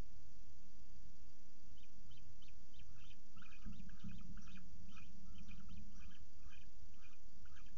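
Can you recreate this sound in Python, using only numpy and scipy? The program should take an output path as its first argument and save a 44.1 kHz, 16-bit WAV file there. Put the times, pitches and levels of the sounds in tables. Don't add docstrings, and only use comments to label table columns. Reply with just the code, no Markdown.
import sys
import numpy as np
from scipy import signal
from scipy.fft import rfft, irfft, next_fast_len
from scipy.io import wavfile
from scipy.ndimage import uniform_filter1d

SR = 44100
rng = np.random.default_rng(int(sys.argv[2]) if len(sys.argv) > 2 else 0)


def generate_wav(sig):
    pcm = np.round(np.clip(np.atleast_2d(sig).T, -1, 1) * 32767).astype(np.int16)
    wavfile.write(sys.argv[1], SR, pcm)


N = 342692
TIME = np.arange(N) / SR

# (relative, per Hz)
CRACK_COLOUR = [(2500, -27), (3600, -15), (4600, 11), (5400, -3.5), (6000, 3), (7000, -13)]

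KNEE_HZ, DIVE_OCTAVES_PER_S = 3057, 39
SWOOP_S = .014


def amp(db):
    return 10 ** (np.asarray(db) / 20)


def unit(x):
    return x / np.sqrt(np.mean(x ** 2) + 1e-20)


def add(mix, s, sound):
    part = mix[max(round(s * SR), 0):][:len(sound)]
    part += sound[:len(part)]


def noise(colour):
    hz, db = np.transpose(colour)
    f = np.fft.rfftfreq(N, 1 / SR)
    gain = amp(np.interp(np.log(f + 1), np.log(hz + 1), db))
    return unit(irfft(rfft(rng.standard_normal(N)) * gain, N))


def wander(size, rate_hz):
    length = next_fast_len(size + 8192)
    f = np.fft.rfftfreq(length, 1 / SR)
    spectrum = rfft(rng.standard_normal(length)) * np.exp(-(f / rate_hz) ** 2)
    return unit(irfft(spectrum, length))[:size]


def syrinx(hz, jitter, shimmer, octave_db):
    unsteady_hz = hz * (1 + jitter * wander(len(hz), rate_hz=500))
    phase = 2 * np.pi * np.cumsum(unsteady_hz) / SR
    strength = 1 + shimmer * wander(len(hz), rate_hz=980)
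    return np.sqrt(2) * strength * (np.sin(phase) + amp(octave_db) * np.sin(2 * phase))


def chirp(climb, dive, first_hz, top_hz, climb_db, dive_db, apex_db, bow):
    apex_round_s = .017
    swell_s, end_db = 0.0061, -3.5
    t = np.arange(-climb, dive, 1 / SR)
    apex = -np.log2(top_hz / KNEE_HZ) / DIVE_OCTAVES_PER_S
    risen = np.interp(t, [-climb, apex], [0, 1]) ** bow
    climbing_hz = first_hz + (top_hz - first_hz) * risen
    diving_hz = KNEE_HZ * 2 ** (-DIVE_OCTAVES_PER_S * t)
    hz = np.minimum(climbing_hz, diving_hz)
    thin_db = climb_db + apex_db
    db = np.interp(t, [-climb, -climb / 2, -swell_s, 0, dive],
                   [climb_db, thin_db, thin_db, dive_db, dive_db + end_db])
    return uniform_filter1d(hz, int(apex_round_s * SR), mode="nearest"), db


def swoop(hold, trough_hz, swoop_db, trough_db):
    from_hz, start_db = 4100, -7.5
    t = np.arange(-SWOOP_S, hold, 1 / SR)
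    drop = np.interp(t, [-SWOOP_S, 0], [from_hz, KNEE_HZ])
    trough = trough_hz + (KNEE_HZ - trough_hz) * (1 - t / hold) ** 3
    db = np.interp(t, [-SWOOP_S, 0, hold / 2], [swoop_db + start_db, swoop_db, trough_db])
    return np.where(t < 0, drop, trough), db


def phrase(s, hold, gap, dive, trough_hz, top_hz, swoop_db, trough_db, climb_db, apex_db, dive_db):
    first = swoop(hold, trough_hz, swoop_db, trough_db)
    second = chirp(gap - hold, dive, trough_hz, top_hz, climb_db, dive_db, apex_db, bow=0.93)
    return s - SWOOP_S, *np.hstack([first, second])


def song(calls, jitter, shimmer, octave_db, strain, crack):
    # pitch f/Hz, level/dB (relative)
    registers = [(1200, 0), (1550, 3.5), (2000, -4.5), (2300, -3.5), (2550, -3.5), (3050, -1.5),
                 (3600, 0.5), (4300, 0.5), (5000, -6.5), (5900, -2)]
    # pitch f/Hz, share/1 (relative)
    breakup = [(3700, 0.11), (4600, 1), (5300, 0.69), (5750, .25)]
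    catch_db, catch_hz = 2.2, 130
    dive_jitter = .032
    fade_s = .003
    out, hiss = np.zeros(N), noise(CRACK_COLOUR)
    for start, pitch, db in calls:
        hoarse = jitter + strain * np.clip(pitch / 3300 - 1, 0, .2)
        octaves_per_s = np.gradient(np.log2(pitch)) * SR
        hoarse = hoarse + dive_jitter * (octaves_per_s < -DIVE_OCTAVES_PER_S / 2)
        airy = np.clip(crack * np.interp(pitch, *np.transpose(breakup)), 0, 1)
        tone = syrinx(pitch, hoarse, shimmer, octave_db)
        breath = hiss[round(start * SR):][:len(tone)]
        voice = np.sqrt(1 - airy) * tone + np.sqrt(airy) * breath
        catches = catch_db * wander(len(db), rate_hz=catch_hz)
        level = amp(db + catches + np.interp(pitch, *np.transpose(registers)))
        add(out, start, voice * level * signal.windows.tukey(len(db), fade_s * SR / len(db)))
    return out


def chirp_voice():
    chirp_rows = [(1.832, 0.063, 0.019, 2850, 3870, -67, -61.5),
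                  (2.174, 0.065, 0.012, 2880, 4230, -64, -62), (2.48, 0.06, 0.018, 2820, 4630, -63, -61),
                  (2.794, 0.057, 0.022, 2880, 4150, -63.5, -60),
                  (3.114, 0.073, 0.023, 2950, 4075, -66.5, -62.5),
                  (3.451, 0.076, 0.022, 2560, 4000, -65.5, -62),
                  (3.794, 0.067, 0.021, 2550, 4230, -65.5, -66.5),
                  (4.185, 0.082, 0.022, 2345, 4150, -67.5, -64.5),
                  (4.561, 0.052, 0.024, 2900, 4074, -75, -66),
                  (4.963, .056, 0.012, 2750, 3894, -64.5, -60.5),
                  (5.382, 0.035, 0.014, 2830, 3450, -66, -61),
                  (5.769, 0.076, 0.013, 2450, 4550, -65.5, -66.5),
                  (6.148, 0.04, 0.022, 2950, 3670, -70, -62), (6.569, 0.04, 0.023, 2900, 3520, -68, -64.5)]
    calls = [(s - climb, *chirp(climb, *rest, apex_db=-6.0, bow=0.98)) for s, climb, *rest in chirp_rows]
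    return song(calls, jitter=.008, shimmer=.2, octave_db=-28, strain=.08, crack=.22)


def phrase_voice():
    phrase_rows = [(3.004, 0.021, 0.097, .014, 2604, 3470, -69, -60, -68.5, -3, -60),
                   (3.52, 0.025, 0.1, .018, 2280, 4410, -66, -62, -62.5, -18, -64.5),
                   (4.007, 0.013, 0.078, .016, 2900, 4250, -63.5, -66, -70.5, -9, -66),
                   (4.473, 0.019, 0.075, .026, 2466, 4080, -65.5, -69, -64.5, -3.5, -62.5),
                   (4.982, .035, .091, .014, 2270, 3620, -60.5, -72, -62, -12, -70.5),
                   (5.493, .018, 0.084, .012, 2292, 4330, -62.5, -66, -62, -16, -66.5),
                   (6.012, .025, .096, .014, 2400, 4170, -70, -67.5, -63, -18, -69),
                   (6.513, .03, 0.099, .018, 2400, 4000, -72, -69, -66, -14.5, -65.5),
                   (7.03, .021, .097, .014, 2316, 4020, -70.5, -65, -64, -16, -67),
                   (7.571, 0.024, 0.092, .016, 2223, 4280, -64.5, -70, -64, -18, -68)]
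    calls = [phrase(*row) for row in phrase_rows]
    return song(calls, jitter=.021, shimmer=.42, octave_db=-17, strain=.05, crack=.45)


def notes():
    flicks = [(2.097, 0.013, 1270, 1440, -78), (2.42, 0.017, 1190, 1300, -82.5),
              (2.978, 0.018, 2570, 2640, -72), (3.036, 0.013, 1230, 1500, -70),
              (3.36, 0.032, 1237, 1427, -69.5), (3.417, 0.015, 1340, 1553, -55),
              (3.432, 0.019, 2400, 3000, -72), (3.647, 0.023, 1724, 1195, -71),
              (3.715, 0.03, 1270, 1444, -72.5), (3.892, 0.006, 1440, 1690, -59.5),
              (3.894, 0.02, 3120, 2380, -74), (4.112, 0.0084, 1730, 1260, -63),
              (4.207, 0.0082, 1350, 1210, -66.5), (4.372, 0.0095, 1316, 1546, -57),
              (4.38, .018, 3170, 2390, -74), (4.572, 0.014, 1600, 1300, -60.5),
              (4.882, 0.031, 2310, 3760, -72.5), (4.977, 0.013, 1360, 1230, -65),
              (5.595, .016, 1596, 1260, -65), (5.685, 0.011, 1370, 1280, -68),
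              (5.913, 0.021, 2600, 3480, -77), (6.122, 0.0084, 1715, 1540, -69),
              (6.426, 0.012, 2400, 2700, -77.5), (6.631, 0.0079, 1720, 1640, -73),
              (6.937, 0.012, 2400, 3250, -70.5), (7.454, 0.011, 1380, 1510, -60.5),
              (7.471, 0.011, 2350, 3280, -72), (7.68, 0.0091, 1750, 1610, -72)]
    out = np.zeros(N)
    for s, length, first_hz, last_hz, db in flicks:
        hz = np.linspace(first_hz, last_hz, int(length * SR))
        tone = syrinx(hz, jitter=0.0013, shimmer=0.044, octave_db=-14.0)
        add(out, s, amp(db) * tone * signal.windows.tukey(len(hz), .45))
    return out


def squeaks(hiss_db=-5):
    arches = [(4.434, 0.029, 5920, -70.5, .012), (4.951, 0.056, 5780, -77, .045),
              (5.455, 0.045, 5820, -78.5, 0.039), (5.98, 0.043, 5880, -76, .02),
              (6.49, 0.045, 5860, -83, 0.022)]
    fall_s, sag = .032, .2
    out, hiss = np.zeros(N), amp(hiss_db) * noise(CRACK_COLOUR)
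    for s, rise, top_hz, db, hoarse in arches:
        t = np.arange(-rise, fall_s, 1 / SR)
        along = np.interp(t, [-rise, 0, fall_s], [-1, 0, 1])
        tone = syrinx(top_hz * (1 - sag * along ** 2), hoarse, shimmer=.4, octave_db=-40)
        breath = hiss[round(s * SR):][:len(t)]
        add(out, s - rise, amp(db) * (tone + breath) * signal.windows.tukey(len(t), .6))
    return out


def whine():
    # t/s, f/Hz, level/dB (relative)
    whistle = [(5.255, 1285, -80), (5.3, 1335, -78.5), (5.36, 1315, -83), (5.44, 1275, -87)]
    s, hz, db = np.transpose(whistle)
    t, out = np.arange(s[0], s[-1], 1 / SR), np.zeros(N)
    tone = syrinx(np.interp(t, s, hz), jitter=.002, shimmer=0.065, octave_db=-22)
    add(out, s[0], amp(np.interp(t, s, db)) * tone * signal.windows.tukey(len(t), .08))
    return out


def rasps(first_hz=1230, top_hz=1480, last_hz=1330):
    rasp_rows = [(2.991, 0.1, 0.032, -73), (3.515, 0.068, 0.036, -65), (3.646, .07, 0.043, -68.5),
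                 (4.0, 0.11, 0.095, -68), (4.48, 0.12, 0.058, -70), (4.981, 0.062, 0.02, -66),
                 (5.495, 0.037, 0.063, -68.5), (5.6, 0.067, .05, -72.5), (6.014, 0.078, 0.054, -67.5),
                 (6.11, .04, 0.078, -71), (6.527, 0.12, .05, -68.5), (7.042, 0.077, 0.036, -68),
                 (7.109, 0.052, 0.05, -71.5), (7.578, 0.086, 0.039, -66.5)]
    harmonics_db = [0, -14, -17, -14]
    rattle_hz, rattle_spread = 175, .4
    grain_s, grain_spread_db, grain_spread_octaves = .008, 3, .12
    edge_db = -13
    t, out = np.arange(0, grain_s, 1 / SR), np.zeros(N)
    window = signal.windows.hann(len(t))
    for loudest, rise, fall, db in rasp_rows:
        knots = [-rise, 0, fall]
        beats = np.arange(-rise, fall, 1 / rattle_hz)
        for beat, (late, sharp, strong, turn) in zip(beats, rng.standard_normal((len(beats), 4))):
            hz = np.interp(beat, knots, [first_hz, top_hz, last_hz]) * 2 ** (grain_spread_octaves * sharp)
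            level = db + np.interp(beat, knots, [edge_db, 0, edge_db]) + grain_spread_db * strong
            burst = sum(amp(part) * np.sin(2 * np.pi * k * (hz * t + turn))
                        for k, part in enumerate(harmonics_db, 1))
            start = loudest + beat + rattle_spread * late / rattle_hz - grain_s / 2
            add(out, start, amp(level) * unit(window * burst))
    return out


def reflections(x, delay=.004, count=8):
    posture_s, t60_s = .52, .13
    t, out = np.arange(SR // 4) / SR, np.zeros(N)
    for k in range(count):
        sparse = rng.standard_normal(len(t)) * (rng.random(len(t)) < 2000 / SR)
        taps = sparse * (t > delay) * amp(-60 * t / t60_s)
        here = (TIME // posture_s) % count == k
        out += signal.oaconvolve(x * here, taps / np.linalg.norm(taps))[:N]
    return out


def ringing(x):
    # f/Hz, width f/Hz, level/dB
    modes = [(1305, 45, -13), (1500, 45, -13), (2451, 35, -10.5), (2740, 35, -8), (3081, 40, -10)]
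    return sum(amp(db) * signal.lfilter(*signal.iirpeak(hz, hz / width, fs=SR), x) for hz, width, db in modes)


def housing(x):
    # f/Hz, width f/Hz, level/dB (relative)
    resonances = [(1242, 277, 1), (1643, 210, 2.5), (2460, 170, 4), (2680, 700, -8.5), (3085, 170, 0),
                  (3600, 280, -7), (4510, 1300, -10.5), (6000, 1700, 0)]
    valley_db, notch_hz, notch_width_hz, notch_db = -17, 2000, 200, -5
    f = abs(np.fft.fftfreq(4096, 1 / SR))
    peaks = sum(amp(db) / (1 + (2 * (f - hz) / width) ** 2) ** 1.5 for hz, width, db in resonances)
    gain = amp(valley_db) + peaks
    gain = gain * amp(notch_db * np.exp(-((f - notch_hz) / notch_width_hz) ** 2))
    ring = np.fft.ifft(np.exp(np.conj(signal.hilbert(np.log(gain))))).real[:1024]
    return signal.fftconvolve(x, ring)[:N]


def birds(rasp_db=-3.5, near_echo_db=-10, deep_echo_db=-6.5):
    near = chirp_voice() + notes() + squeaks() + whine()
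    deep = phrase_voice() + amp(rasp_db) * rasps()
    voices = near + deep + reflections(amp(near_echo_db) * near + amp(deep_echo_db) * deep)
    return housing(voices + ringing(voices))


def footfalls(settle=.02, rise=.006, soft_hz=270):
    # t/s, knock level/dB, weight in the deep bass level/dB
    steps = [(3.356, -63.5, -74), (3.657, -55, -53), (3.763, -63, -65.5), (4.033, -53.5, -55.5),
             (4.136, -61.5, -57.5), (4.286, -58.5, -62), (4.791, -72.5, -63), (5.369, -68, -66.5),
             (5.48, -66, -63.5), (5.697, -62, -61.5), (5.78, -65.5, -64)]
    # f/Hz, level/dB (relative), decay by 60 dB t/s
    floor_modes = [(40.33, -12, 0.94), (78.4, -13.5, 0.24), (109.5, -14, 0.28), (147.9, -5.5, 0.75),
                   (177, -5.5, 0.28), (178.3, 8.5, 0.25), (206.7, 7, 0.4), (218, -28, 0.25),
                   (292, -31, 0.65), (364, -4.5, 0.084)]
    deep_hz = 110
    hard_step_db, dulling_db_per_octave = -53.5, 22
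    t = np.arange(SR * 3 // 4) / SR
    rings = np.array([amp(db - 60 * t / t60) * np.sin(2 * np.pi * hz * t) for hz, db, t60 in floor_modes])
    deep = np.array(floor_modes)[:, 0] < deep_hz
    out = np.zeros(N)
    for s, knock_db, weight_db in steps:
        edge_hz = soft_hz * 2 ** ((knock_db - hard_step_db) / dulling_db_per_octave)
        push = rng.standard_normal(len(t)) * np.exp(-t / settle) * (1 - np.exp(-t / rise))
        push = signal.sosfilt(signal.butter(3, edge_hz, fs=SR, output="sos"), push)
        for modes, db in (~deep, knock_db), (deep, weight_db):
            thud = signal.fftconvolve(push, rings[modes].sum(0))[:len(t)]
            add(out, s, amp(db) * thud / np.std(thud[:SR // 10]))
    return out


def shuffling(trim_db=1, scuff_edge=0.35):
    spells = [(3.71, 3.981, -62), (4.06, 4.762, -61.5), (4.68, 5.14, -62.5), (5.076, 5.908, -63.5),
              (5.895, 6.16, -65)]
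    # (relative, per Hz)
    scuff_colour = [(28, -5), (40, 12.5), (56, -6.5), (76, -14), (92, -2), (120, -11.5), (140, -10.5),
                    (165, 1.5), (190, 2), (222, -3), (245, -15.5), (280, -21), (350, -29), (500, -34.5),
                    (900, -51)]
    scuffs = np.zeros(N)
    for start, end, db in spells:
        add(scuffs, start, amp(db) * signal.windows.tukey(int((end - start) * SR), scuff_edge))
    return amp(trim_db) * scuffs * noise(scuff_colour)


def wind(trim_db=2):
    # t/s, level/dB (before the trim)
    gusts = [
        [(0.05, -67.5), (1.3, -66), (1.33, -93), (1.46, -68), (1.57, -98), (1.62, -66.5), (3.05, -65),
         (3.29, -74.5), (3.55, -66.5)],
        [(5.3, -66), (5.47, -65), (6.08, -63), (6.12, -90), (6.18, -63), (7.06, -68.5), (7.08, -76),
         (7.33, -64.5), (7.7, -63)],
    ]
    # (relative, per Hz)
    rumble_colour = [(8, -3), (22, -2.5), (38, 5), (52, -6.5), (63, 0), (78, 2), (95, -11.5), (125, -15),
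                     (160, -13), (230, -23.5), (330, -35), (600, -92.5)]
    gust_db = np.interp(TIME, *np.vstack(gusts).T) + 2 * wander(N, rate_hz=10.0)
    return amp(trim_db + gust_db) * noise(rumble_colour)


def drone(pitch_hz=119):
    spells = [(.03, 0.404, -72), (.8, 1.153, -73.5), (1.58, 1.798, -76), (1.956, 2.434, -70),
              (2.723, 3.201, -70.5)]
    out = np.zeros(N)
    for start, end, db in spells:
        size = int((end - start) * SR)
        phase = 2 * np.pi * np.cumsum(pitch_hz * (1 + .05 * wander(size, rate_hz=15))) / SR
        add(out, start, amp(db) * np.sqrt(2) * np.sin(phase) * signal.windows.tukey(size, .6))
    return out


def outdoor_air(air_db=-68):
    # (relative, per Hz)
    air_colour = [(20, 0.5), (60, -7), (100, -25.5), (150, -17), (200, -4.5), (240, -13), (290, -19.5),
                  (400, -25), (700, -29.5), (1050, -30.5), (1300, -29), (1900, -33), (2500, -33),
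                  (2720, -27), (2900, -33), (7000, -43)]
    return amp(air_db) * noise(air_colour)


def camera_hiss(hiss_db=-79.0):
    # (relative, per Hz)
    hiss_colour = [(1500, -26.5), (3500, -14), (4100, -12.5), (4350, -10), (4560, -11), (4730, 3),
                   (4880, -10.5), (5120, -9.5), (5550, -2.5), (6100, -1.5), (6320, -6.5), (6700, -3.5),
                   (7100, -12), (7600, -29)]
    # f/Hz, depth/1 (share of the steady strength)
    throbs = [(30, 0.19), (112.2, 0.23), (224.4, 0.18), (448.8, 0.058)]
    throb = 1 + sum(depth * np.cos(2 * np.pi * (hz * TIME + rng.random())) for hz, depth in throbs)
    return amp(hiss_db) * throb * noise(hiss_colour)


def scene():
    falcons = birds() + footfalls() + shuffling()
    background = wind() + drone() + outdoor_air() + camera_hiss()
    return (falcons + background)[None]


def record(dry, offset=0.018, converter_db=-98):
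    edge_hz, top_hz = 7600, 15000
    edge = signal.firwin(255, edge_hz, window=("kaiser", 8), fs=SR)[None]
    top = signal.firwin(255, top_hz, window=("kaiser", 8), fs=SR)[None]
    narrow = signal.oaconvolve(dry, edge, "same")
    hissy = narrow + amp(converter_db) * rng.standard_normal(N)
    return signal.oaconvolve(hissy, top, "same") + offset


dry = scene()
out = record(dry)
generate_wav(out)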